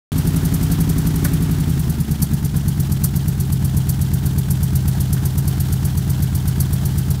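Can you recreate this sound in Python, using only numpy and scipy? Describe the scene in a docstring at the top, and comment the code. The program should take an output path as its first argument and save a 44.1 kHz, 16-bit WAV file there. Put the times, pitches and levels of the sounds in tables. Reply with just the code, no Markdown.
"""An old V8 truck idles: eight uneven exhaust pulses per engine cycle boom through two pipes.
Heard beside its door, on open asphalt; after 1.5 s it drops from fast idle to slow.
A leak spits a bright hiss once per cycle. Underneath: rustling fan and belts, valve ticks, a low hum,
and intake air at fast idle. Something on the body knocks twice.
At 5.4 s the rhythm jumps about 26 ms ahead, as in an audio dropout."""
import sys
import numpy as np
from scipy import signal
from scipy.fft import rfft, irfft
from scipy.io import wavfile
from scipy.ndimage import uniform_filter1d

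SR = 44100
rng = np.random.default_rng(int(sys.argv[2]) if len(sys.argv) > 2 else 0)


def transcribe(u):
    """Save the signal u as a 16-bit wav file named by the first command-line argument.

    u: samples, shape (n,) or (channels, n), limited to [-1, 1]; the rate is SR.
    q: integer samples, one column per channel.
    """
    v = np.clip(np.atleast_2d(u).T, -1, 1)
    q = np.round(v * 32767).astype(np.int16)
    wavfile.write(sys.argv[1], SR, q)


N = 317520

# engine speed, two crank turns per cycle: time_s, cycle_hz
ENGINE_SPEED = [(0.0, 10.808), (0.45, 11.153), (0.7, 11.373), (1.52, 11.292), (1.8, 9.849), (2.1, 9.107),
                (2.85, 8.303), (3.25, 8.336), (3.5, 8.135), (3.95, 8.18), (4.9, 8.005), (5.9, 8.051),
                (6.35, 7.901), (7.2, 8.029)]
# fan and belt envelope: time_s, relative_db
FAN_LEVEL = [(0.35, -35), (1.02, -36), (2.6, -39), (2.87, -38), (3.68, -38.5), (4.92, -37), (7.1, -37.5)]
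# fan and belt noise: freq_hz, density_db
FAN_SPECTRUM = [(200, -11.5), (380, -2.5), (540, -17), (620, -10), (900, -10), (1100, -16), (1550, -13.5),
                (2000, -18), (2500, -22), (3200, -18), (7300, -21), (12700, -23), (15500, -20.5)]
# valve ticks and small puffs: phase_cycles, sigma_s, centre_hz, width_hz, level_db
VALVE_TICKS = [(0.266, 0.0026, 5000, 1990, -41.5), (0.388, 0.006, 3160, 613, -42),
               (0.401, 0.0046, 8750, 7100, -40.5), (0.58, 0.0017, 12000, 4940, -45.5),
               (0.81, 0.0022, 11100, 8000, -38), (0.811, 0.0038, 860, 900, -38)]
# knocks on the body: start_s, rattle_db, thud_db
BODY_KNOCKS = [(1.248, -22.5, -25), (5.167, -32, -16)]
# knocked panel: mode_hz, width_hz, gain_db
PANEL_MODES = [(420, 76, -2), (620, 60, 10), (1180, 90, 7), (1540, 180, 8), (1780, 84, 2), (3520, 600, -11)]
# engine hum: cycle_multiple, slow_idle_db, fast_idle_db
HUM_ORDERS = [(5, -48, -36), (8, -37, -33), (9, -32, -40), (16, -50, -36), (24, -38, -40)]
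# usual spit, weakest as the throttle closes: time_s, relative_db
USUAL_SPIT = [(.2, -32), (.65, -29.8), (1.6, -35.5), (2.1, -32.7), (3.65, -30.2), (7.1, -30.6)]
# harder spits: near_time_s, relative_db
STRONG_SPITS = [(1.249, -25), (2.226, -24.2), (3.044, -22.3), (3.895, -26.5), (4.509, -27), (5.133, -28.2),
                (6.607, -25.8)]
# leak jet: freq_hz, density_db
JET_SPECTRUM = [(1000, -10), (2500, -24), (3900, -22), (4500, -13), (5200, -7), (7000, -4.5), (8200, -1.5),
                (9700, 2.5), (11000, 0), (12700, 4.5), (15500, -4.5)]
# leaking pipe joint: mode_hz, width_hz, relative_db
JOINT_MODES = [(4510, 110, -18), (6010, 180, -19)]
# turbulent gas in the pipes: freq_hz, density_db
GAS_SPECTRUM = [(20, -49), (47, -1), (90, -4), (170, 3), (260, -8), (400, -10), (520, -27), (900, -36)]
# cylinder firings: phase_cycles, strength_db, bank_index
FIRING_ORDER = [(-.058, 3.9, 0), (.027, -2.8, 1), (.158, -10.8, 1), (.3, -9.2, 0), (.399, -1.7, 1),
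                (.608, -12.8, 0), (.73, -.5, 0), (.78, 4, 1)]
# pipe and silencer of bank 0: mode_hz, width_hz, gain_db
NEAR_PIPE_MODES = [(75.6, 82.5, -33.5), (130.5, 89, -30), (136.7, 10.86, -29), (165.77, 21.44, -23.5),
                   (160.06, 42.1, -25), (238.6, 38, -52), (328, 8.1, -64)]
# pipe and silencer of bank 1: mode_hz, width_hz, gain_db
FAR_PIPE_MODES = [(87.66, 10.7, -29), (127.26, 10.3, -21), (129.3, 28.33, -20), (117, 103.7, -30.5),
                  (228.6, 12.2, -41), (285.3, 27.6, -33), (282.2, 42, -31)]

FIRST_SPIT_S = .183
DROPOUT_S, DROPOUT_CYCLES = 5.405, .208   # about 26 ms of the rhythm is cut


def from_db(db):
    """Decibels to gain."""
    return 10 ** (np.asarray(db) / 20)


def unit_rms(x):
    """Scale to rms 1."""
    return x / np.sqrt(np.mean(x ** 2) + 1e-20)


def time_s():
    """Time of every sample."""
    return np.arange(N) / SR


def resonate(x, centre_hz, width_hz):
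    """Two-pole resonance, peak gain 1."""
    radius = np.exp(-np.pi * width_hz / SR)
    numerator = np.array([1, 0, -1]) * (1 - radius ** 2) / 2
    denominator = [1, -2 * radius * np.cos(2 * np.pi * centre_hz / SR), radius ** 2]
    return signal.lfilter(numerator, denominator, x + 1e-18)


def band_noise(centre_hz, width_hz):
    """Unit-rms noise through one resonance."""
    return unit_rms(resonate(rng.standard_normal(N), centre_hz, width_hz))


def shaped_noise(spectrum):
    """Unit-rms noise with the given spectral shape."""
    freq_hz, density_db = np.transpose(spectrum)
    bins_hz = np.maximum(np.fft.rfftfreq(N, 1 / SR), 1)
    gain = from_db(np.interp(np.log(bins_hz), np.log(freq_hz), density_db))
    return unit_rms(irfft(rfft(rng.standard_normal(N)) * gain, N))


def flicker(rate_hz):
    """Unit-rms random curve, rate_hz new values per second."""
    return unit_rms(np.interp(time_s() * rate_hz, np.arange(N), rng.standard_normal(N)))


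def impulses(times_s, levels_db):
    """One-sample pulses."""
    out = np.zeros(N)
    index = np.round(times_s * SR).astype(int)
    inside = (index >= 0) & (index < N)
    out[index[inside]] = from_db(levels_db)[inside]
    return out


def cycle_hz():
    """Engine cycle rate at every sample."""
    return np.interp(time_s(), *np.transpose(ENGINE_SPEED))


def elapsed_cycles():
    """Engine cycles since the first spit, counting the part lost in the dropout."""
    t = time_s()
    cycles = np.cumsum(cycle_hz()) / SR + DROPOUT_CYCLES * (t > DROPOUT_S)
    return cycles - np.interp(FIRST_SPIT_S, t, cycles)


def cam_times_s(phase_cycles):
    """Times the camshaft passes a phase, less any lost in the dropout."""
    times_s = np.flatnonzero(np.diff(np.floor(elapsed_cycles() - phase_cycles)) > 0) / SR
    return times_s[np.abs(times_s - DROPOUT_S) > 2 / SR]


def fan(gain_db=1.0, flutter_db=1.46):
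    """Fan and belts rustle under the bonnet."""
    envelope_db = np.interp(time_s(), *np.transpose(FAN_LEVEL))
    return from_db(envelope_db + gain_db + flutter_db * flicker(150)) * shaped_noise(FAN_SPECTRUM)


def intake(throttle, open_db=-43):
    """Air rushes past the throttle plate while it is open."""
    return from_db(open_db) * throttle * band_noise(centre_hz=1100, width_hz=1300)


def valve_gear(spread_db=.34):
    """Ticks and puffs: Gaussian bursts of ringing noise, locked to the camshaft."""
    out = np.zeros(N)
    for phase_cycles, sigma_s, centre_hz, width_hz, level_db in VALVE_TICKS:
        times_s = cam_times_s(phase_cycles)
        hits = impulses(times_s, level_db + spread_db * rng.standard_normal(len(times_s)))
        bursts = signal.fftconvolve(hits, signal.windows.gaussian(SR // 20, sigma_s * SR), "same")
        out += bursts * band_noise(centre_hz, width_hz)
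    return out


def knocks(rise_s=.002, rattle_decay_s=.015, thud_decay_s=.021, thud_hz=105, thud_width_hz=70):
    """Each knock rattles a panel and thuds in the body behind it."""
    out = np.zeros(N)
    shake = rng.standard_normal(N)
    panel = unit_rms(sum(from_db(db) * resonate(shake, hz, width_hz) for hz, width_hz, db in PANEL_MODES))
    body = unit_rms(resonate(resonate(shake, thud_hz, thud_width_hz), thud_hz, thud_width_hz))
    for start_s, rattle_db, thud_db in BODY_KNOCKS:
        age_s = np.maximum(time_s() - start_s, 0)
        attack = 1 - np.exp(-(age_s / rise_s) ** 2)
        rattle = from_db(rattle_db) * np.exp(-age_s / rattle_decay_s) * panel
        thud = from_db(thud_db) * np.exp(-age_s / thud_decay_s) * body
        out += attack * (rattle + thud)
    return out


def engine_hum(throttle, waver_db=.8, throb_db=1.5, crest_cycles=.637):
    """Low tones at multiples of the cycle rate, swelling once per cycle."""
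    cycles = elapsed_cycles()
    out = np.zeros(N)
    for order, slow_db, fast_db in HUM_ORDERS:
        rms = from_db(slow_db + (fast_db - slow_db) * throttle ** 2 + waver_db * flicker(4))
        out += rms * np.sqrt(2) * np.cos(2 * np.pi * round(order) * (cycles - crest_cycles))
    return out * from_db(throb_db * np.cos(2 * np.pi * cycles))


def spits(spread_db=.6):
    """Times and levels of the leak's spits: one per cycle, a few hard."""
    times_s = cam_times_s(0)
    levels_db = np.interp(times_s, *np.transpose(USUAL_SPIT))
    levels_db += spread_db * rng.standard_normal(len(times_s))
    for near_time_s, hard_db in STRONG_SPITS:
        levels_db[np.argmin(np.abs(times_s - near_time_s))] = hard_db
    return times_s, levels_db


def leak(gain_db=6.0, rise_s=.005, fall_s=.011, stretch_db_per_db=.06, sputter_db=1.0):
    """Each spit of gas hisses and rings the pipe joint; strong ones last longer."""
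    t, flow = time_s(), np.zeros(N)
    times_s, levels_db = spits()
    median_db = np.median(levels_db)
    for peak_s, peak_db in zip(times_s, levels_db):
        span = slice(max(int((peak_s - .03) * SR), 0), int((peak_s + .09) * SR))
        age_s = (t[span] - peak_s) / from_db(stretch_db_per_db * (peak_db - median_db))
        envelope = np.exp(np.where(age_s < 0, -(age_s / rise_s) ** 2, -age_s / fall_s))
        flow[span] += from_db(peak_db) * envelope
    ring = sum(from_db(db) * band_noise(hz, width_hz) for hz, width_hz, db in JOINT_MODES)
    return flow * from_db(gain_db + sputter_db * flicker(700)) * (shaped_noise(JET_SPECTRUM) + ring)


def surge_power(boom):
    """Mean square over about 20 ms."""
    return uniform_filter1d(boom ** 2, size=900)


def turbulence(boom, throttle, slow_idle_db=-33, throttle_db=3.8):
    """Gas rushes with each exhaust surge, harder at fast idle."""
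    surge = unit_rms(np.abs(surge_power(boom)) ** .75)
    return from_db(slow_idle_db + throttle_db * throttle) * surge * shaped_noise(GAS_SPECTRUM)


def compress(boom, knee_rms=.24):
    """Recorder-like compression evens out the loud exhaust surges."""
    return boom * (1 + surge_power(boom) / knee_rms ** 2) ** -.47


def cylinder_bank(bank, modes, lead_s, spread_db, jitter_s):
    """Four cylinders fire unevenly into one pipe, whose modes alternate in sign."""
    pulses = np.zeros(N)
    for phase_cycles, strength_db, bank_index in FIRING_ORDER:
        if round(bank_index) == bank:
            times_s = cam_times_s(phase_cycles) - lead_s
            time_draw, level_draw = rng.standard_normal((len(times_s), 2)).T
            pulses += impulses(times_s + jitter_s * time_draw, strength_db + spread_db * level_draw)
    return sum((-1) ** k * from_db(gain_db) * resonate(pulses, mode_hz, width_hz)
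               for k, (mode_hz, width_hz, gain_db) in enumerate(modes))


def exhaust(throttle, gain_db=69.5, low_cut_hz=44, slow_cutoff_hz=305, fast_cutoff_hz=450):
    """Both banks boom; throttle sharpens the pulses, and the pipe ends radiate little deep bass."""
    near = cylinder_bank(0, NEAR_PIPE_MODES, lead_s=.003, spread_db=.5, jitter_s=.00008)
    far = cylinder_bank(1, FAR_PIPE_MODES, lead_s=.0048, spread_db=1.5, jitter_s=.00015)
    soft, hard = [signal.sosfiltfilt(signal.butter(3, hz, fs=SR, output="sos"), near + far)
                  for hz in (slow_cutoff_hz, fast_cutoff_hz)]
    pulses = soft + (hard - soft) * throttle
    radiation = signal.butter(2, low_cut_hz, "high", fs=SR, output="sos")
    return from_db(gain_db) * signal.sosfilt(radiation, pulses)


def scene():
    """The whole truck, mono."""
    throttle = np.interp(cycle_hz(), [8.1, 11.2], [0, 1])   # 0 slow idle, 1 fast idle
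    boom = from_db(.4) * compress(exhaust(throttle))
    low_boom = from_db(-7) * resonate(boom, centre_hz=66, width_hz=22)   # thickens the exhaust
    bass = boom + low_boom + engine_hum(throttle) + turbulence(boom, throttle)
    return (bass + intake(throttle) + leak() + valve_gear() + fan() + knocks())[None]


def record(dry, start_s=.119, cutoff_hz=15600):
    """Silence until start_s; steep treble cut."""
    low_pass = signal.ellip(12, .1, 90, cutoff_hz, fs=SR, output="sos")
    return signal.sosfilt(low_pass, dry * (time_s() >= start_s))


dry = scene()
out = record(dry)
transcribe(out)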